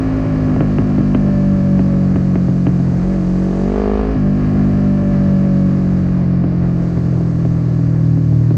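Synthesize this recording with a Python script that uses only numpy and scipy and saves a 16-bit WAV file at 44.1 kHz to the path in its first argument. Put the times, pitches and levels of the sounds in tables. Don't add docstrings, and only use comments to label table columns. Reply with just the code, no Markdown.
import sys
import numpy as np
from scipy import signal
from scipy.fft import rfft, irfft, next_fast_len
from scipy.io import wavfile
from scipy.ndimage import uniform_filter1d, minimum_filter1d, map_coordinates

SR = 44100
rng = np.random.default_rng(int(sys.argv[2]) if len(sys.argv) > 2 else 0)


def bounce(signal):
    frames = np.transpose(np.atleast_2d(signal))
    limited = np.clip(frames, -1, 1)
    pcm = np.round(limited * 32767).astype(np.int16)
    wavfile.write(sys.argv[1], SR, pcm)


N = 377937
CRUISE_HZ = 46

# t/s, f/Hz
CYCLE_RATE = [(0, 53.22), (.25, 52.4), (.7, 50.3), (1.1, 49.82), (1.5, 47.88), (2.2, 45.76), (2.97, 44.03),
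              (3.14, 47.8), (3.22, 45.15), (3.6, 47.03), (3.8, 50.87), (4.13, 52.76), (4.26, 48.3),
              (4.39, 50.45), (4.95, 48.7), (6.4, 44.23), (7.7, 40.67), (8.57, 38.67)]
# t/s, opening/0-1
THROTTLE_OPENING = [(2.95, 0.02), (3.15, 0.25), (3.24, .1), (3.5, 0.36), (3.64, 0.44), (3.78, .95),
                    (3.97, 0.94), (4.13, 0.42), (4.17, 0.02)]
# f/Hz, order 3 level/dB, order 4 level/dB, order 5 level/dB
SILENCER_BOOM = [(38.6, -8, -12, -28.5), (41.6, -14.5, -13.5, -29), (44, -14, -13.5, -24.5),
                 (47.55, -14, -11, -19), (49.5, -15, -13, -16), (51.4, -15, -22, -15),
                 (53.4, -20.5, -32.5, -14.5)]
# f/Hz, level/dB
OVERRUN_HUM = [(38, -40.5), (49, -24), (78, -25.5), (100, -19.5), (235, -35.5), (278, -23), (310, -29),
               (350, -31), (400, -40.5), (520, -46.5), (600, -44), (665, -42.5), (740, -48.5), (850, -56)]
# f/Hz, gain/dB
PULL_EQ = [(50, 5.5), (92, -8.5), (137, -7), (180, -0.5), (195, 0), (228, -9.5), (275, -4.5), (320, 4.5),
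           (370, -3.5), (460, 2.5), (520, 5), (730, 0.5)]
# f/Hz, level/dB
FIRING_SPECTRUM = [(30, -30), (50, -37), (110, -17.5), (205, 9), (260, 3), (310, -3), (360, 4), (420, 7),
                   (540, -5.5), (690, -4), (850, -12.5), (1020, -20), (1140, -14), (1300, -23),
                   (2000, -42.5), (3500, -56), (8000, -93.5)]
# f/Hz, level/dB
BLOW_DOWN_SPECTRUM = [(200, -14), (600, 2), (1300, -11), (2800, -17), (6000, -29.5), (10000, -54.5)]
# f/Hz, level/dB
BURBLE_SPECTRUM = [(40, -14.5), (85, 7), (170, 3.5), (300, -2), (480, -8), (700, -11.5), (950, -23),
                   (1800, -28.5), (4000, -65.5)]
# t/s, strength/dB
AFTERFIRE_POPS = [(0.254, -41), (0.563, -19), (0.607, -12), (0.785, -12.5), (0.821, -33), (0.982, -20.5),
                  (1.006, -32.5), (1.148, -7.5), (1.288, -36), (1.793, -17), (2.159, -18.5), (2.356, -18),
                  (2.484, -26.5), (2.668, -12.5), (2.685, -34), (2.799, -34.5), (2.915, -40), (4.155, -36),
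                  (6.238, -47.5), (6.440, -25.5), (6.974, -28), (7.208, -33.5), (7.451, -25), (7.791, -42),
                  (8.174, -40.5), (8.324, -39), (8.507, -28)]
# f/Hz, width/Hz, level/dB
SILENCER_MODES = [(117, 29, 1), (282, 64, 1.5), (366, 86, -3.5), (646, 160, -11)]
# f/Hz, level/dB
CRACK_SPECTRUM = [(150, -18), (450, -6), (900, -0.5), (1500, 1.5), (3000, -9), (4200, -36.5), (9000, -49)]
VALVE_CONTACTS = [(0.122, 0.63), (.31, 0.83), (0.457, .6), (0.661, 0.52), (0.907, 0.66)]
# f/Hz, width/Hz, level/dB
PIPE_MODES = [(740, 54, -3.5), (1113, 110, 4.5), (1380, 150, -2), (1700, 74, 0), (2322, 200, -6),
              (2870, 640, -10.5)]
# f/cycle rate, level/dB
WHINE_DRIVE = [(11, -3), (12, 0)]
# f/fundamental, level/dB
WHINE_HARMONICS = [(1, 1), (2, -24.5), (3, -18.5), (4, -22.5), (5, -34)]
# f/Hz, level/dB
RUMBLE_SPECTRUM = [(15, -18.5), (35, -4), (60, 4.5), (120, -6), (300, -6), (480, -11), (700, -16),
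                   (950, -22.5), (2000, -27), (4000, -69.5)]
# f/Hz, level/dB
HISS_SPECTRUM = [(1000, -19.5), (2600, -2), (3400, -3), (4000, 1), (4700, 3.5), (5600, -4), (7000, -15),
                 (10000, -52)]
# f/Hz, level/dB
FIZZ_SPECTRUM = [(4000, -22.5), (5600, -2.5), (6350, 0), (7000, -4), (8200, -9), (9300, -17.5),
                 (10500, -38.5), (12000, -70), (13000, -90)]
# t/s, level/dB
FIZZ_ENVELOPE = [(0, -59.5), (2.5, -58), (3.6, -55), (4.0, -62.5), (4.6, -59.5), (6.0, -60), (6.45, -68),
                 (6.85, -59), (8.57, -61)]


def drone(cycle_hz, cycles, throttle, lag_rad=.51, smear_rad=.8, bright_db_per_hz=1.03):
    rates_hz, *boom_columns = np.transpose(SILENCER_BOOM)
    boom_db = {k: np.interp(cycle_hz, rates_hz, db) for k, db in enumerate(boom_columns, 3)}
    pull = np.tanh(10 * throttle)

    def order(k):
        hz = k * cycle_hz
        if k in boom_db:
            db = boom_db[k] + .87 * wobble(12)
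        else:
            lift_db = bright_db_per_hz * (cycle_hz - CRUISE_HZ) * np.clip(np.log(hz / 260), 0, .4)
            db = along(OVERRUN_HUM, hz) + lift_db + 1.23 * wobble(9.3)
        phase_rad = 2 * np.pi * k * cycles - lag_rad + smear_rad * (k - 4) ** 2
        return amp(db + pull * along(PULL_EQ, hz)) * np.cos(phase_rad)

    return order(1) + (1 - throttle ** 3) * sum(order(k) for k in range(2, 17))


def bark(cycles, throttle, firing_db=-16.5, gas_db=-38, far_gain=.43, far_cutoff_hz=900):
    near = each_cycle(cycles, 0, scatter_db=.4, jitter_s=2e-5)
    far = each_cycle(cycles, .228, scatter_db=.7, jitter_s=5e-5)
    firings = near + far_gain * filtered(far, lambda hz: 1 / (1 + (hz / far_cutoff_hz) ** 2))
    gate = np.exp(-(cycles % 1) / .46)
    gas = unit(coloured(gate * rng.standard_normal(N), BLOW_DOWN_SPECTRUM))
    blow_down = throttle * amp(gas_db) * gas
    return throttle ** 1.08 * amp(firing_db) * unit(coloured(firings, FIRING_SPECTRUM)) + blow_down


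def burble(cycles, throttle, effort_db, base_db=-29, onset_cycles=.7, decay_cycles=.47):
    gate = np.exp(-((cycles - onset_cycles) % 1) / decay_cycles)
    gas = unit(coloured(gate * rng.standard_normal(N), BURBLE_SPECTRUM))
    return gas * np.exp(-10 * throttle) * amp(base_db + .5 * effort_db + 2.3 * wobble(7))


def afterfire(thump_gain_db=42, crack_gain_db=17, echo_gain=.44, echo_s=.00738, flare_s=.0045):
    times_s, strength_db = np.transpose(AFTERFIRE_POPS)
    push = amp(.33 * strength_db + thump_gain_db)
    blows = pulses(times_s, push) + echo_gain * pulses(times_s + echo_s, push)
    thumps = filtered(resonate(blows, SILENCER_MODES), lambda hz: 1 / (1 + 1j * hz / 700) ** 2)
    cracks = pulses(times_s, amp(strength_db + crack_gain_db))
    flare_envelope = signal.lfilter([1], [1, -np.exp(-1 / (flare_s * SR))], cracks)
    flare = .1 * flare_envelope * rng.standard_normal(N)
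    return thumps + coloured(cracks + flare, CRACK_SPECTRUM)


def clatter(cycles, throttle, effort_db, base_db=-43.5, load_db=1.5, gas_mix_db=-7, cutoff_hz=3200):
    ticks = sum(strength * each_cycle(cycles, phase_cycles, scatter_db=1.6, jitter_s=2e-5)
                for phase_cycles, strength in VALVE_CONTACTS)
    gas = (1 + .53 * np.cos(2 * np.pi * cycles)) * rng.standard_normal(N)
    ring = resonate(unit(ticks) + amp(gas_mix_db) * unit(gas), PIPE_MODES)
    ring = filtered(ring, lambda hz: 1 / (1 + (hz / cutoff_hz) ** 8))
    return amp(base_db + effort_db + load_db * throttle) * unit(ring)


def whine(cycle_hz, cycles, throttle, centre_hz=573, width_hz=22.4, base_db=-43.5, boost_db=16):
    out = np.zeros(N)
    for order, order_db in WHINE_DRIVE:
        resonance = np.exp(-.5 * ((order * cycle_hz - centre_hz) / width_hz) ** 2)
        tone = sum(amp(db) * np.sin(2 * np.pi * k * order * cycles) for k, db in WHINE_HARMONICS)
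        level_db = base_db + order_db + boost_db * resonance - 12 * throttle + wobble(11)
        out += amp(level_db) * tone
    return out


def wind(effort_db, rumble_db=-28.5, hiss_db=-54):
    def air(spectrum):
        return unit(coloured(rng.standard_normal(N), spectrum))

    fizz_db = curve(FIZZ_ENVELOPE)
    pace_db = .68 * effort_db
    swell_db = .35 * (fizz_db - fizz_db.mean())
    rumble = air(RUMBLE_SPECTRUM) * amp(rumble_db + pace_db + wobble(3.7) + 1.4 * wobble(22))
    hiss = air(HISS_SPECTRUM) * amp(hiss_db + .5 * pace_db + swell_db + .61 * wobble(14))
    return rumble + hiss + air(FIZZ_SPECTRUM) * amp(fizz_db)


def brake(start_s=7.8, rise_s=.5, level_db=-73, centre_hz=13200, width_hz=1400):
    rub = filtered(rng.standard_normal(N), lambda hz: np.exp(-((hz - centre_hz) / width_hz) ** 2))
    pressure = np.clip((np.arange(N) / SR - start_s) / rise_s, 0, 1)
    return amp(level_db) * pressure * unit(rub)


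def amp(db):
    return 10 ** (np.asarray(db) / 20)


def unit(x):
    return x / np.sqrt(np.mean(x ** 2) + 1e-20)


def along(spectrum, hz):
    points_hz, db = np.transpose(spectrum)
    return np.interp(np.log(hz + 1), np.log(points_hz + 1), db)


def curve(points):
    return np.interp(np.arange(N) / SR, *np.transpose(points))


def wobble(rate_hz):
    knots = rng.standard_normal(2048)
    grid = np.arange(0, N, 32)
    spline = map_coordinates(knots, [grid * rate_hz / SR], mode="wrap")
    return np.interp(np.arange(N), grid, spline)


def filtered(x, response):
    size = next_fast_len(N + SR // 2)
    return irfft(rfft(x, size) * response(np.fft.rfftfreq(size, 1 / SR)), size)[:N]


def coloured(x, spectrum, taps=8192):
    gain = amp(along(spectrum, np.fft.rfftfreq(taps, 1 / SR)))
    cepstrum = irfft(np.log(gain))
    cepstrum[1:taps // 2] *= 2
    cepstrum[taps // 2 + 1:] = 0
    return signal.fftconvolve(x, irfft(np.exp(rfft(cepstrum))))[:N]


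def resonate(x, modes):
    def response(hz):
        return sum((-1) ** k * amp(db) * 1j * hz * width_hz / (mode_hz**2 - hz**2 + 1j * hz * width_hz)
                   for k, (mode_hz, width_hz, db) in enumerate(modes))

    return filtered(x, response)


def pulses(times_s, sizes):
    index, fraction = np.divmod(np.clip(times_s * SR, 0, N - 2), 1)
    index = index.astype(int)
    return np.bincount(index, sizes * (1 - fraction), N) + np.bincount(index + 1, sizes * fraction, N)


def each_cycle(cycles, phase_cycles, scatter_db, jitter_s):
    times_s = np.interp(np.arange(int(cycles[-1])) + phase_cycles, cycles, np.arange(N) / SR)
    time_noise, size_noise = rng.standard_normal((len(times_s), 2)).T
    return pulses(times_s + jitter_s * time_noise, amp(scatter_db * size_noise))


def scene():
    cycle_hz = curve(CYCLE_RATE)
    throttle = curve(THROTTLE_OPENING)
    effort_db = .67 * (cycle_hz - CRUISE_HZ)
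    cycles = np.cumsum(cycle_hz * (1 + .001 * wobble(25))) / SR
    exhaust = drone(cycle_hz, cycles, throttle) + bark(cycles, throttle)
    exhaust += burble(cycles, throttle, effort_db) + afterfire()
    machine = whine(cycle_hz, cycles, throttle) + clatter(cycles, throttle, effort_db) + brake()
    return (exhaust + machine + wind(effort_db))[None]


def record(dry, ceiling=.72, hold_s=.008, cutoff_hz=15200):
    window = int(hold_s * SR)
    needed_gain = np.minimum(1, ceiling / (np.abs(dry[0]) + 1e-9))
    gain = uniform_filter1d(minimum_filter1d(needed_gain, window), window)
    return filtered(dry[0] * gain, lambda hz: hz < cutoff_hz)[None]


dry = scene()
out = record(dry)
bounce(out)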